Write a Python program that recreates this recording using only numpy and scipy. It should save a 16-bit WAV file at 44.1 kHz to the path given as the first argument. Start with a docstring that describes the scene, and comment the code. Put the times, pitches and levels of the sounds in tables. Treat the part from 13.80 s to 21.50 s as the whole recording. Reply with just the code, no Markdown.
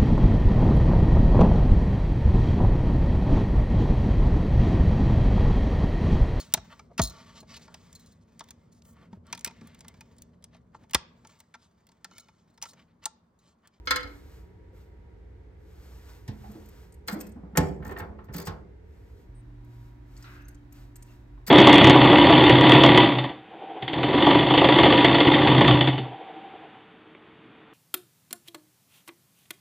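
"""Locking a steel safe

In a small, humming room, heavy bolts clack against their stops and ring. A hand swings the small
inner door shut: it cracks and thuds, and its steel rings on. The key scrapes over the pins of the
lock and comes out. Keys clink, clothes rustle, a sleeve scuffs, and the door is knocked once more.
All of it is heard from close by, with a short echo from the walls."""
import sys
import numpy as np
from scipy import signal
from scipy.fft import rfft, irfft, next_fast_len
from scipy.io import wavfile
from scipy.ndimage import uniform_filter1d

SR = 44100
rng = np.random.default_rng(int(sys.argv[2]) if len(sys.argv) > 2 else 0)


def generate_wav(sig):
    """Save sig (samples, or channels by samples) to the path in sys.argv[1] as 16-bit PCM at SR."""
    pcm = np.round(np.clip(np.atleast_2d(sig).T, -1, 1) * 32767).astype(np.int16)
    wavfile.write(sys.argv[1], SR, pcm)


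N = 339570
TIME = np.arange(N) / SR  # seconds since the scene began
AGE = np.arange(24000) / SR  # seconds since one short sound began


# Each clack of a bolt: start_s, level_db, click_db, damping_s
CLACKS = [(.072, -29, -61.5, 0.23), (.107, -21, -30, 0.19), (0.159, -28, -36, 0.11), (.205, -45, -62, .33),
          (.229, -43.5, -60, 0.3), (.272, -54.5, -75, 0.34), (3.282, -31.5, -43.5, 0.013),
          (4.539, -49, -56, 0.014), (4.6718, -47, -52, 0.01)]
# The tones a bolt rings with: pitch_hz, level_db, ring_s (time to fade by 60 dB if left alone)
BOLT_TONES = [(287.5, -12, .8), (499.8, -8.5, .9), (868, -17, .8), (1055, -6, .27), (1299.8, 3, .27),
              (1322, -1, .18), (1379, -5, .2), (1396.8, 1, .25), (1520, -8, .25), (1615, -5, .28),
              (1695, -7, .26), (1817.3, -3, .33), (1969, -9, .25), (2127.5, -3, .19), (2162.7, 3, .24),
              (2966, -13, .22), (3104, -7, .2), (3408.4, -3, .19), (4100, 1, .07), (4210.5, 2, .1),
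              (4597, -6, .09), (4939, 2, .08), (5556, -17, .2), (6228, -10, .13)]
# The noisy clatter above those tones: pitch_hz, level_db
BOLT_CLATTER = [(120, -17), (300, -18.5), (500, -22), (800, -15), (1300, -2), (2100, -1), (2600, -11),
                (3400, -2.5), (3800, -9.5), (4170, 0), (4400, -11.5), (4900, 1.5), (5200, -12.5),
                (9000, -27.5), (16000, -30.5)]
def bolts():
    """Heavy steel bolts hit their stops and ring, until the stop soaks up the ringing."""
    out = np.zeros((2, N))
    for start, db, click_db, damping_s in CLACKS:
        # a weaker, shorter twin close to each tone makes it wobble
        twins = [(hz * (1 + .02 * rng.standard_normal()), level - 8, .55 * ring_s)
                 for hz, level, ring_s in BOLT_TONES]
        tones = amp(-1.4) * ring(BOLT_TONES + twins, uneven_db=1, spread=.7)
        steel = tones + amp(-5.5) * clatter(BOLT_CLATTER, direct=.1)
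        pressed = (.68 + .52 * np.exp(-(AGE / .019) ** 2)) * np.exp(-AGE / damping_s)
        clack = amp(db) * steel * pressed + amp(click_db) * click(ring_s=.038)
        add(out, start, clack * onset(.0014))
    return out


# The door meets its frame: start_s, panel_db, crack_db, thud_db, thud_hz, spot_hz, spot_db
KNOCKS = [(2.477, -47, -50.5, -33, 116.4, 1320, -14), (3.281, -35, -42, -48.5, 201, 1436, 7.5),
          (3.7719, -23.5, -22, -18.5, 162, 775, 4), (4.543, -43.5, -46.5, -33.5, 168.5, 555, 12),
          (4.58, -39.5, -72, -46.5, 182, 425, 15), (4.669, -37, -42, -39.5, 165.5, 1220, 6.5),
          (7.676, -41.5, -43.5, -39.5, 197, 1290, 6)]
# Soft bumps of the hand and the swinging door: start_s, level_db, pitch_hz
BUMPS = [(0.238, -41, 69.8), (0.927, -58.5, 499), (2.686, -45, 210), (2.749, -42.5, 320),
         (3.323, -30.5, 199.4), (3.353, -33.5, 307), (3.556, -40.5, 236.5), (3.629, -40.5, 183.5),
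         (3.729, -42, 190.4), (3.759, -36, 173), (3.784, -26.5, 82.2), (3.797, -31.5, 236.7),
         (3.999, -36, 75.6), (4.065, -33.5, 79.5), (4.105, -38, 385), (4.206, -36, 89.5), (4.287, -39, 75),
         (4.487, -39, 128), (4.676, -33.5, 97)]
# Dull taps, mostly from the latch behind the panel: start_s, level_db, spot_hz, spot_db
TAPS = [(2.639, -50, 778, 21), (3.752, -36, 644, -1), (4.023, -48, 1424, 4), (4.051, -43.5, 586, 5),
        (4.091, -43, 894, 2), (4.162, -39, 1910, 1), (4.113, -41.5, 1700, 1), (4.196, -37.5, 1250, 1),
        (4.223, -47, 850, 29.5), (4.386, -50.5, 1187, 7.5), (4.484, -52.5, 1490, 1),
        (7.574, -64.5, 990, 10)]
DULL_HZ = 2420  # soft touches stir little above this pitch
def door():
    """Hard knocks crack, ring and thud; soft bumps mostly thud; taps mostly ring the panel."""
    out = np.zeros((2, N))
    for start, panel_db, crack_db, thud_db, thud_hz, spot_hz, spot_db in KNOCKS:
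        contact_s = .0032 * 2 ** ((-43 - crack_db) / 15.5)  # harder knocks are more sudden
        tones_db = 5 + .42 * (panel_db + 24.5)  # and ring more purely
        knock = panel(panel_db, spot_hz, spot_db, tones_db) + amp(crack_db) * crack()
        add(out, start, knock * onset(contact_s))
        add(out, start + .005, amp(thud_db) * thud(thud_hz) * onset(.0013))  # the door gives way
    for start, db, hz in BUMPS:
        steel = dull(panel(db - 7, hz, spot_db=0, tones_db=-10.5), above_hz=880)
        add(out, start, (amp(db) * thud(hz) + steel) * onset(.0078))
    for start, db, spot_hz, spot_db in TAPS:
        steel = dull(panel(db, spot_hz, spot_db, tones_db=-.5), DULL_HZ)
        add(out, start, (steel + amp(db - 11.5) * box()) * onset(.002))
    return out


# The tones of the door panel: pitch_hz, level_db, ring_s
PANEL_TONES = [(496.4, .5, .28), (592, -15, .5), (665, -9, .3), (695, -5, .3), (778, -5, .27),
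               (863.4, 2, .29), (1007, -10, .29), (1072, -1, .28), (1335, -3.5, .21), (1480, -10, .2),
               (1663, -11, .2), (1783, -1, .13), (1852, -1, .14), (2150, -11, .11), (2770, -13, .07)]
# The panel's noisy clatter: pitch_hz, level_db
PANEL_CLATTER = [(120, -23), (350, 6.5), (600, -2), (900, -3.5), (1400, -3), (2100, -8.5), (2700, -12),
                 (5000, -10.5), (16000, -44.5)]
def panel(level_db, spot_hz, spot_db, tones_db):
    """The panel rings, brighter for light taps; the spot that is hit shifts the level near spot_hz."""
    tilt = np.clip(.19 * (-21.5 - level_db), 0, 4)  # dB per octave
    spot = lambda hz: spot_db * np.exp(-(np.log2(hz / spot_hz) / .28) ** 2)
    tones = [(hz, db + spot(hz) + tilt * np.log2(hz / PANEL_TONES[0][0]), ring_s)
             for hz, db, ring_s in PANEL_TONES]
    ringing = amp(tones_db) * ring(tones, uneven_db=1.8, spread=.45)
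    pitches = np.geomspace(100, 16000, 60)
    bass_cut_db = tilt * np.log2(np.minimum(pitches, DULL_HZ) / DULL_HZ)
    colour = np.transpose([pitches, look_up(PANEL_CLATTER, pitches) + spot(pitches) + bass_cut_db])
    return amp(level_db) * unit_hit(ringing + clatter(colour, direct=.45))


def thud(hz):
    """The door bends to and fro a few times under the hand and shakes the box."""
    bending = unit_hit(np.sin(2 * np.pi * hz * AGE) * onset(.0067) * np.exp(-(AGE / .021) ** 2))
    return amp(-.5) * bending + amp(-7) * box()


# The low tones of the safe's body: pitch_hz, level_db, ring_s
BOX_TONES = [(62, -8, .5), (86, -6, .45), (104, -6, .3), (161.4, -2, .25), (212.4, 3.5, .36), (252, -6, .3),
             (289.3, 2, .32), (394, -9, .3), (449, -7, .35)]
def box():
    """The whole steel box booms."""
    return ring(BOX_TONES, uneven_db=4.5, spread=.13) * onset(.0041)


# How long the clatter lasts: pitch_hz, ring_s
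CLATTER_FADE = [(200, 0.93), (1000, 0.38), (2500, 0.17), (6000, 0.13), (15000, 0.051)]
def clatter(colour, direct):
    """Struck steel has so many short, crowded tones that they blur into noise."""
    burst = fade_by_pitch(coloured(noise(10240, direct), colour), CLATTER_FADE)
    return unit_hit(padded(burst))


# The tone colour of steel edges meeting: pitch_hz, level_db
EDGE_COLOUR = [(600, -14), (2000, 3), (3600, -10), (5000, -1), (6200, -3), (7100, -2), (8800, -4.5),
               (12400, -5.5), (13500, -6), (16000, -22.5)]
# Pitches that stand out in it: pitch_hz, width_hz, level_db
EDGE_PEAKS = [(3270, 32, -6), (5400, 21, -5), (6720, 120, 1.5), (7880, 50, 0), (8300, 79, -8),
              (8600, 32, -4.5), (11300, 55, -1), (12400, 84, -1)]
def click(ring_s, extra_peaks=()):
    """Two steel edges meet with a bright click; small parts add a pitch of their own."""
    hiss = coloured(noise(4096, direct=.93), EDGE_COLOUR)
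    burst = resonant(hiss, EDGE_PEAKS + list(extra_peaks), floor_db=-5)
    return unit_hit(padded(burst) * amp(-60 * AGE / ring_s))


def crack():
    """The door's edges click, then ring on faintly."""
    hiss = coloured(noise(len(AGE), direct=.8), EDGE_COLOUR)
    ringing = resonant(hiss, EDGE_PEAKS, floor_db=-12.5) * amp(-60 * AGE / .12)
    return click(ring_s=.04) + amp(-26) * unit_hit(ringing)


# The ringing after the slam: start_s, level_db, ring_s
AFTER_RING = (3.782, -45, .36)
# The high pitches of the door's steel: pitch_hz, width_hz, level_db
STEEL_PEAKS = [(2770, 40, 0), (3280, 50, 3), (4600, 41, 1), (5290, 70, -4), (5540, 30, 1), (6910, 80, 0),
               (7320, 42, -3), (7880, 70, -2)]
def after_ring():
    """The door's steel rings on after the slam, bright and slightly grainy."""
    start, db, ring_s = AFTER_RING
    grain = 2 + grains(len(AGE), per_s=560, fade_s=.002)
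    hiss = grain * coloured(noise(len(AGE), direct=.6), EDGE_COLOUR)
    out = np.zeros((2, N))
    add(out, start, amp(db) * resonant(hiss, STEEL_PEAKS, floor_db=-15.5) * amp(-60 * AGE / ring_s))
    return out


# Each scrape of steel on steel: start_s, level_db, length_s, rasp_hz
SCRAPES = [(0.054, -58, 0.0097, 3480), (3.267, -62.5, .01, 7000), (3.294, -43, .005, 4500),
           (3.312, -44, .003, 8000), (3.321, -44, .002, 8000), (3.36, -67, 0.045, 4600),
           (3.39, -56, .004, 8400), (3.758, -53.5, 0.0064, 7000), (4.026, -73, 0.012, 13500),
           (4.047, -52, 0.0048, 6740), (4.062, -53, 0.0065, 13600), (4.075, -50, 0.0031, 8070),
           (4.091, -56, 0.0021, 8030), (4.109, -55, .004, 6650), (4.118, -55, .006, 8070),
           (4.171, -53, .002, 3500), (4.183, -47, 0.0088, 13700), (4.195, -50.5, 0.0062, 3460),
           (4.439, -69, 0.018, 13900), (4.523, -61, 0.0083, 5100), (4.534, -45, .009, 7000),
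           (4.559, -41.5, 0.011, 4500), (4.579, -39, .007, 4360), (4.597, -42.5, 0.006, 5040),
           (4.615, -46, .007, 6900), (4.65, -50, .008, 8000), (4.658, -40, 0.002, 4600),
           (4.669, -44, 0.0019, 12400), (4.68, -55, 0.0016, 13000), (6.616, -64, .003, 12000),
           (6.708, -68.5, .003, 11300), (7.264, -68, .003, 6000), (7.315, -72.5, .003, 6200),
           (7.665, -38.5, .003, 4550), (7.671, -37, 0.014, 4770)]
# The tone colour of a scrape: pitch_hz, level_db
SCRAPE_COLOUR = [(500, -8.5), (2000, -1.5), (3200, -6.5), (4700, 0), (5500, -1), (6600, -0.5), (8500, -5),
                 (10500, -4), (13500, 3.5), (16000, -8.5)]
# Pitches that stand out in it: pitch_hz, width_hz, level_db
SCRAPE_PEAKS = [(1340, 86, -3.5), (1894, 58, -3), (3500, 70, -7), (4420, 22, -3.5), (4560, 46, -0.5),
                (6500, 60, -6), (8000, 83, -0.5), (13000, 52, -7.5), (14730, 88, -3)]
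def scrapes():
    """Steel sticks and slips on steel in short, gritty scrapes, some from the key in the lock."""
    out = np.zeros((2, N))
    t = AGE[:SR // 8]
    fade_out = np.clip((.1 - t) / .03, 0, 1)
    for start, db, length, rasp_hz in SCRAPES:
        grip = unit_level(grains(len(t), per_s=900, fade_s=.001) + 1.2)
        pressure = np.minimum(t / .0041, 1) * np.exp(-np.maximum(t - length, 0) / .0065)
        friction = pressure * grip * coloured(noise(len(t), direct=1), SCRAPE_COLOUR)
        scrape = resonant(friction, SCRAPE_PEAKS + [(rasp_hz, 300, -1)], floor_db=-9.5)
        add(out, start, amp(db) * np.sqrt(np.mean(pressure ** 2)) * scrape * fade_out)
    return out


# Each clink of the keys: start_s, level_db, centre_hz (where it rings most)
CLINKS = [(2.716, -64.5, 13000), (2.858, -66.5, 13500), (2.888, -64, 12500), (3.123, -66, 8400),
          (3.141, -67, 10700), (3.276, -46.5, 13600), (3.329, -50.5, 12850), (3.34, -56, 14000),
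          (3.403, -54, 8400), (3.409, -46.5, 14200), (3.468, -59.5, 14000), (3.492, -69, 13500),
          (3.518, -69.5, 8400), (5.846, -77, 12720), (6.366, -64.5, 4500), (6.375, -66.5, 7200),
          (6.425, -62, 5300), (6.444, -70, 4080), (6.683, -58.5, 11000), (6.746, -67.5, 6430),
          (6.924, -62, 12500), (7.157, -57.5, 7900), (7.163, -61, 12800), (7.2238, -58.5, 8750)]
# The tones of the keys: pitch_hz, level_db, ring_s
KEY_TONES = [(2680, -5, .06), (4400, -3, .03), (4700, -4, .035), (6400, -3, .03), (7500, -2, .03),
             (8370, 0, .03), (11500, -3, .03), (13000, -1, .025), (14100, -1, .025)]
def keys():
    """Keys touch, ring very briefly and touch again; the grip shifts their pitch each time."""
    out = np.zeros((2, N))
    for start, db, centre_hz in CLINKS:
        for delay, touch_db in [(0, -1), (rng.uniform(.003, .0043), -5)]:
            tones = [(hz * (1 + .03 * rng.standard_normal()),
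                      level - 15 * abs(np.log2(hz / centre_hz)), ring_s)
                     for hz, level, ring_s in KEY_TONES]
            ringing = amp(-2) * ring(tones, uneven_db=2, spread=.2)
            clink = ringing + click(ring_s=.03, extra_peaks=[(centre_hz, 700, 10)])
            add(out, start + delay, amp(db + touch_db) * clink * onset(.0007))
    return out


# One scuff of a sleeve: start_s, length_s, landing_db, rubbing_db
SCUFF = (6.44, .13, -50, -58)
# Its tone colour: pitch_hz, level_db
SCUFF_COLOUR = [(500, -13), (1100, -5.5), (1500, -4), (2000, -7.5), (2600, -5.5), (3300, -11), (5500, -14),
                (9000, -41), (16000, -39)]
# Pitches that stand out as it lands, and as it rubs: pitch_hz, width_hz, level_db
LANDING_PEAKS = [(1346, 32, 6), (1600, 92, -6), (2025, 41, 1), (2430, 55, -19), (3890, 200, -2)]
RUB_PEAKS = [(1250, 200, -5), (1530, 200, 0), (2000, 120, -6), (2430, 120, -10)]
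def sleeve():
    """Cloth lands with a broad scuff, then rubs on unevenly at a rising pitch."""
    start, length, landing_db, rubbing_db = SCUFF
    grain = amp(1.3 * unit_level(uniform_filter1d(rng.standard_normal(N), size=300)))
    def rub(peaks, floor_db):
        hiss = coloured(noise(next_fast_len(N), direct=.17), SCUFF_COLOUR)
        return unit_level(grain * resonant(hiss, peaks, floor_db)[:, :N])
    touch = amp(landing_db) * swell(start, .0047, rise_s=.0029, fade_s=.045)
    landing = touch * rub(LANDING_PEAKS, floor_db=-12)
    speed = 1 + .5 * np.clip(TIME - start - length / 2, -length / 2, length / 2)
    steady = rub(RUB_PEAKS, floor_db=-15.5)
    rising = np.array([np.interp(np.cumsum(speed) / SR, TIME, side) for side in steady])
    catching = amp(rubbing_db + 2.5 * wander(step_s=.009))
    return landing + catching * swell(start, length, rise_s=.03, fade_s=.08) * rising


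# Thin squeaks: start_s, length_s, level_db, pitch_hz
SQUEAKS = [(6.465, .02, -65, 3900), (6.575, .06, -66, 2650), (6.61, .02, -71, 6200),
           (6.645, .022, -68, 6300), (6.66, .07, -66, 1550), (6.68, .04, -70, 6380),
           (6.765, .03, -75, 3100), (7.265, .07, -71, 2700), (7.295, .03, -75, 6300)]
def squeaks():
    """Something smooth sticks and slips, making brief, fuzzy tones."""
    out = np.zeros((2, N))
    for start, length, db, hz in SQUEAKS:
        tone = noise(len(AGE), direct=.8)
        for _ in range(2):  # filtering twice narrows the noise to nearly one pitch
            tone = resonant(tone, [(hz, 220, 0)], floor_db=-60)
        add(out, start, amp(db) * tone * np.sin(np.pi * np.minimum(AGE / length, 1)))
    return out


# Each move of the arm: start_s, length_s, level_db
RUSTLES = [(0, 0.59, -63.5), (0.917, 0.1, -67.5), (1.76, 0.6, -61.5), (2.287, 0.0092, -64.5),
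           (2.346, 0.69, -62), (5, 0.42, -72), (5.799, .28, -69), (6.238, 0.32, -63), (6.902, 0.12, -62.5),
           (7.21, 0.13, -67)]
# The tone colour of sliding cloth: pitch_hz, level_db
CLOTH_COLOUR = [(500, 5), (1500, 5.5), (3000, -1.5), (5000, -2), (8000, -6.5), (10500, -11), (13000, -3),
                (16000, -18.5)]
def clothes():
    """Cloth slides with a faint hiss that swells gently with its folds."""
    moves = sum(amp(db) * swell(start, length, rise_s=.52 * length, fade_s=.059)
                for start, length, db in RUSTLES)
    folds = amp(1.3 * wander(step_s=.06))
    return moves * folds * long_noise(CLOTH_COLOUR, direct=.96)


# One brief hiss: start_s, length_s, level_db
SIZZLE = (5.545, .065, -72)
# Its tone colour: pitch_hz, level_db
SIZZLE_COLOUR = [(6500, -42), (8200, 9.5), (9500, 8), (11000, -21), (12500, -35)]
def sizzle():
    """A thin, high hiss sounds for a moment."""
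    start, length, db = SIZZLE
    level = amp(db) * swell(start, length, rise_s=.0059, fade_s=.004)
    return level * long_noise(SIZZLE_COLOUR, direct=.45)


# The tone colour of the echo: pitch_hz, level_db
ECHO_COLOUR = [(250, 1), (500, 0.5), (1000, 0.5), (2000, 0), (6000, -9.5), (14000, -15)]
# How long it lasts: pitch_hz, ring_s
ECHO_FADE = [(80, .9), (300, .75), (900, .28), (2000, .4), (6000, .34), (15000, .27)]
def room_echo(x):
    """The walls send back a short, blurred echo with little treble."""
    tail = fade_by_pitch(coloured(noise(len(AGE)), ECHO_COLOUR), ECHO_FADE) * onset(.0095)
    return signal.oaconvolve(x, tail / np.linalg.norm(tail[0]), axes=1)[:, :N]


# Rumbling air and humming tones, at the open safe and in front of its door: pitch_hz, level_db
AIR_OPEN = [(15, -62.5), (25, -37), (42, -7.5), (64, 2), (125, -12.5), (142, -18), (181, -18.5),
            (207, -22.5), (438, -16.5), (621, -31), (927, -31), (1000, -38), (2070, -36.5), (2560, -45.5),
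            (15000, -68.5)]
HUM_OPEN = [(59.3, -54), (177.6, -64), (312, -73), (431, -72), (953, -75)]
AIR_FRONT = [(20, -35.5), (32, -9.5), (46, 9.5), (70, -2.5), (125, -12), (170, -16), (293, -12.5),
             (462, -25.5), (952, -27), (1180, -31.5), (1810, -31), (2850, -40.5), (8000, -53.5),
             (15000, -57)]
HUM_FRONT = [(118.4, -49), (231.5, -85), (290.7, -61.5), (296, -66.5), (360.7, -65.5), (958, -75.5),
             (3830, -88)]
def ventilation(turn_s=5.46):
    """The ventilation rumbles and hums, heard at the open safe and then in front of its door."""
    at_open = amp(-49) * long_noise(AIR_OPEN) + hum(HUM_OPEN)
    in_front = amp(-49) * long_noise(AIR_FRONT) + hum(HUM_FRONT)
    turned = np.clip((TIME - turn_s) / .095, 0, 1)
    return np.sqrt(1 - turned) * at_open + np.sqrt(turned) * in_front


def hum(tones):
    """Steady machine tones waver a little in level and pitch."""
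    out = np.zeros(N)
    for hz, db in tones:
        level = amp(db + 3.2 * wander(step_s=.25))
        drift = .0012 * min(hz, 400) * wander(step_s=.25)
        out += level * np.sin(2 * np.pi * hz * TIME + drift)
    return out


# How much louder the left microphone is: pitch_hz, difference_db
LEFT_LOUDER = [(100, -2.5), (300, -1.5), (520, -1), (800, -2.5), (1250, -0.3), (1900, 0.5), (3000, 1),
               (4600, 2.5), (7000, 0.4), (13000, -0.8)]
# How far the right one trails behind: pitch_hz, lag_radians
RIGHT_LAG = [(20, -1), (1400, 1.13), (3500, 1.5), (5000, 1.78), (6600, 1.37), (8800, 0.5), (10100, -4),
             (11300, -5), (12200, -5), (15000, -6)]
def microphones(x):
    """Near sound loses its deepest bass and reaches the two microphones a little differently."""
    size = next_fast_len(N)
    hz = np.fft.rfftfreq(size, 1 / SR)
    x = signal.sosfilt(signal.butter(3, 48, "highpass", fs=SR, output="sos"), x)
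    left = amp(look_up(LEFT_LOUDER, hz) / 2)
    right = np.exp(-1j * look_up(RIGHT_LAG, hz)) / left
    return irfft(rfft(x, size) * np.array([left, right]), size)[:, :N]


# How alike left and right are for sound from all around: pitch_hz, likeness (0 to 1)
LIKENESS = [(60, 0.99), (130, 0.95), (290, 0.48), (640, 0.056), (1400, 0.064), (15000, 0.059)]
def noise(size, direct=0):
    """Left and right white noise, more alike in the bass and the more direct the sound is."""
    left, other = rfft(rng.standard_normal((2, size)))
    alike = np.clip(direct + (1 - direct) * look_up(LIKENESS, np.fft.rfftfreq(size, 1 / SR)), -1, 1)
    right = alike * left + np.sqrt(1 - alike ** 2) * other
    return irfft(np.array([left, right]), size)


def long_noise(colour, direct=0):
    """Coloured noise that lasts the whole scene."""
    return coloured(noise(next_fast_len(N), direct), colour)[:, :N]


def ring(tones, uneven_db, spread):
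    """Fading tones; each hit mixes them anew, and spread puts left and right out of step."""
    hz, db, ring_s = np.transpose(tones)
    weight, skew = rng.standard_normal((2, len(hz)))
    height = amp(db + uneven_db * weight) * (-1) ** np.arange(len(hz))
    sides = height * np.exp(1j * spread * np.outer([-1, 1], skew))
    out = np.zeros((2, len(AGE)))
    for pair, pitch, life in zip(sides.T, hz, ring_s):
        t = AGE[AGE < life]
        tone = np.exp((2j * np.pi * pitch - np.log(1000) / life) * t)
        out[:, :len(t)] += np.outer(pair, tone).imag
    return unit_hit(out)


def grains(size, per_s, fade_s):
    """A grainy level: tiny jumps at chance moments, each dying quickly."""
    hits = (rng.random(size) < per_s / SR) * np.minimum(rng.exponential(1, size), 3)
    return unit_level(signal.lfilter([1], [1, -np.exp(-1 / (fade_s * SR))], hits))


def coloured(x, colour):
    """Gives a sound its tone colour: how strong each pitch is."""
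    size = x.shape[-1]
    gain = amp(look_up(colour, np.fft.rfftfreq(size, 1 / SR)))
    return unit_level(irfft(rfft(x) * gain, size))


def resonant(x, peaks, floor_db):
    """Makes a few pitches stand out; the rest sinks to floor_db."""
    f = np.fft.rfftfreq(x.shape[-1], 1 / SR)
    power = sum(amp(db) ** 2 / (1 + (2 * (f - hz) / width) ** 2) for hz, width, db in peaks)
    return unit_level(irfft(rfft(x) * np.sqrt(power + amp(floor_db) ** 2), x.shape[-1]))


def fade_by_pitch(x, ring_times):
    """Lets each pitch die away at its own speed."""
    hz, t, bands = signal.stft(x, SR, nperseg=256)
    fade = amp(-60 * t / look_up(ring_times, hz)[:, None])
    return signal.istft(bands * fade, SR, nperseg=256)[1][:, :x.shape[1]]


def dull(x, above_hz):
    """Takes away the treble, as a soft touch does."""
    return signal.sosfilt(signal.butter(3, above_hz, fs=SR, output="sos"), x)


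def onset(rise_s):
    """A quick rise from silence to full level."""
    return 1 - np.exp(-AGE / max(rise_s, 1e-4))


def swell(start, length, rise_s, fade_s):
    """The level of one brushing move: it rises, holds and fades."""
    rise = np.clip((TIME - start) / rise_s, 0, 1)
    return rise * np.exp(-np.maximum(TIME - start - length, 0) / fade_s)


def wander(step_s):
    """Glides to a new random value at every step."""
    steps = np.arange(0, TIME[-1] + 1, step_s)
    return np.interp(TIME, steps, rng.standard_normal(len(steps)))


def amp(db):
    """Turns decibels into a gain."""
    return 10 ** (np.asarray(db) / 20)


def unit_level(x):
    """Scales a sound to an average (rms) level of 1."""
    return x / np.sqrt(np.mean(x ** 2) + 1e-20)


def unit_hit(x):
    """Scales a hit so that its first 30 ms have an average level of 1."""
    return x / np.sqrt(np.mean(x[..., :round(.03 * SR)] ** 2))


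def look_up(table, hz):
    """Reads a table at any pitch, sliding between its rows."""
    pitches, values = np.transpose(table)
    return np.interp(np.log(hz + 1), np.log(pitches + 1), values)


def padded(burst):
    """Adds silence to make a burst as long as AGE."""
    return np.pad(burst, [(0, 0), (0, len(AGE) - burst.shape[1])])


def add(mix, start_s, sound):
    """Places a sound in the mix."""
    part = mix[:, round(start_s * SR):][:, :sound.shape[-1]]
    part += sound[..., :part.shape[1]]


def scene():
    """Steel, keys and cloth close by, their echo, and the room's own sound."""
    clacks = bolts()
    knocks = door() + after_ring()
    small_sounds = scrapes() + keys() + sleeve() + squeaks()
    echo = room_echo(amp(-13.5) * clacks + amp(-18.5) * knocks + amp(-8) * small_sounds)
    near = microphones(clacks + knocks + small_sounds + clothes() + echo)
    return near + sizzle() + ventilation() * amp([[-.5], [.5]])  # a little louder on the right


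def record(dry):
    """The microphones lose a narrow slice of treble, and the recorder cuts the very top."""
    dipped = signal.lfilter(*signal.iirnotch(10100, Q=11, fs=SR), dry)
    top_cut = signal.firwin(511, 16200, window=("kaiser", 9), fs=SR)
    return signal.oaconvolve(dipped, top_cut[None], "same")


dry = scene()
out = record(dry)
generate_wav(out)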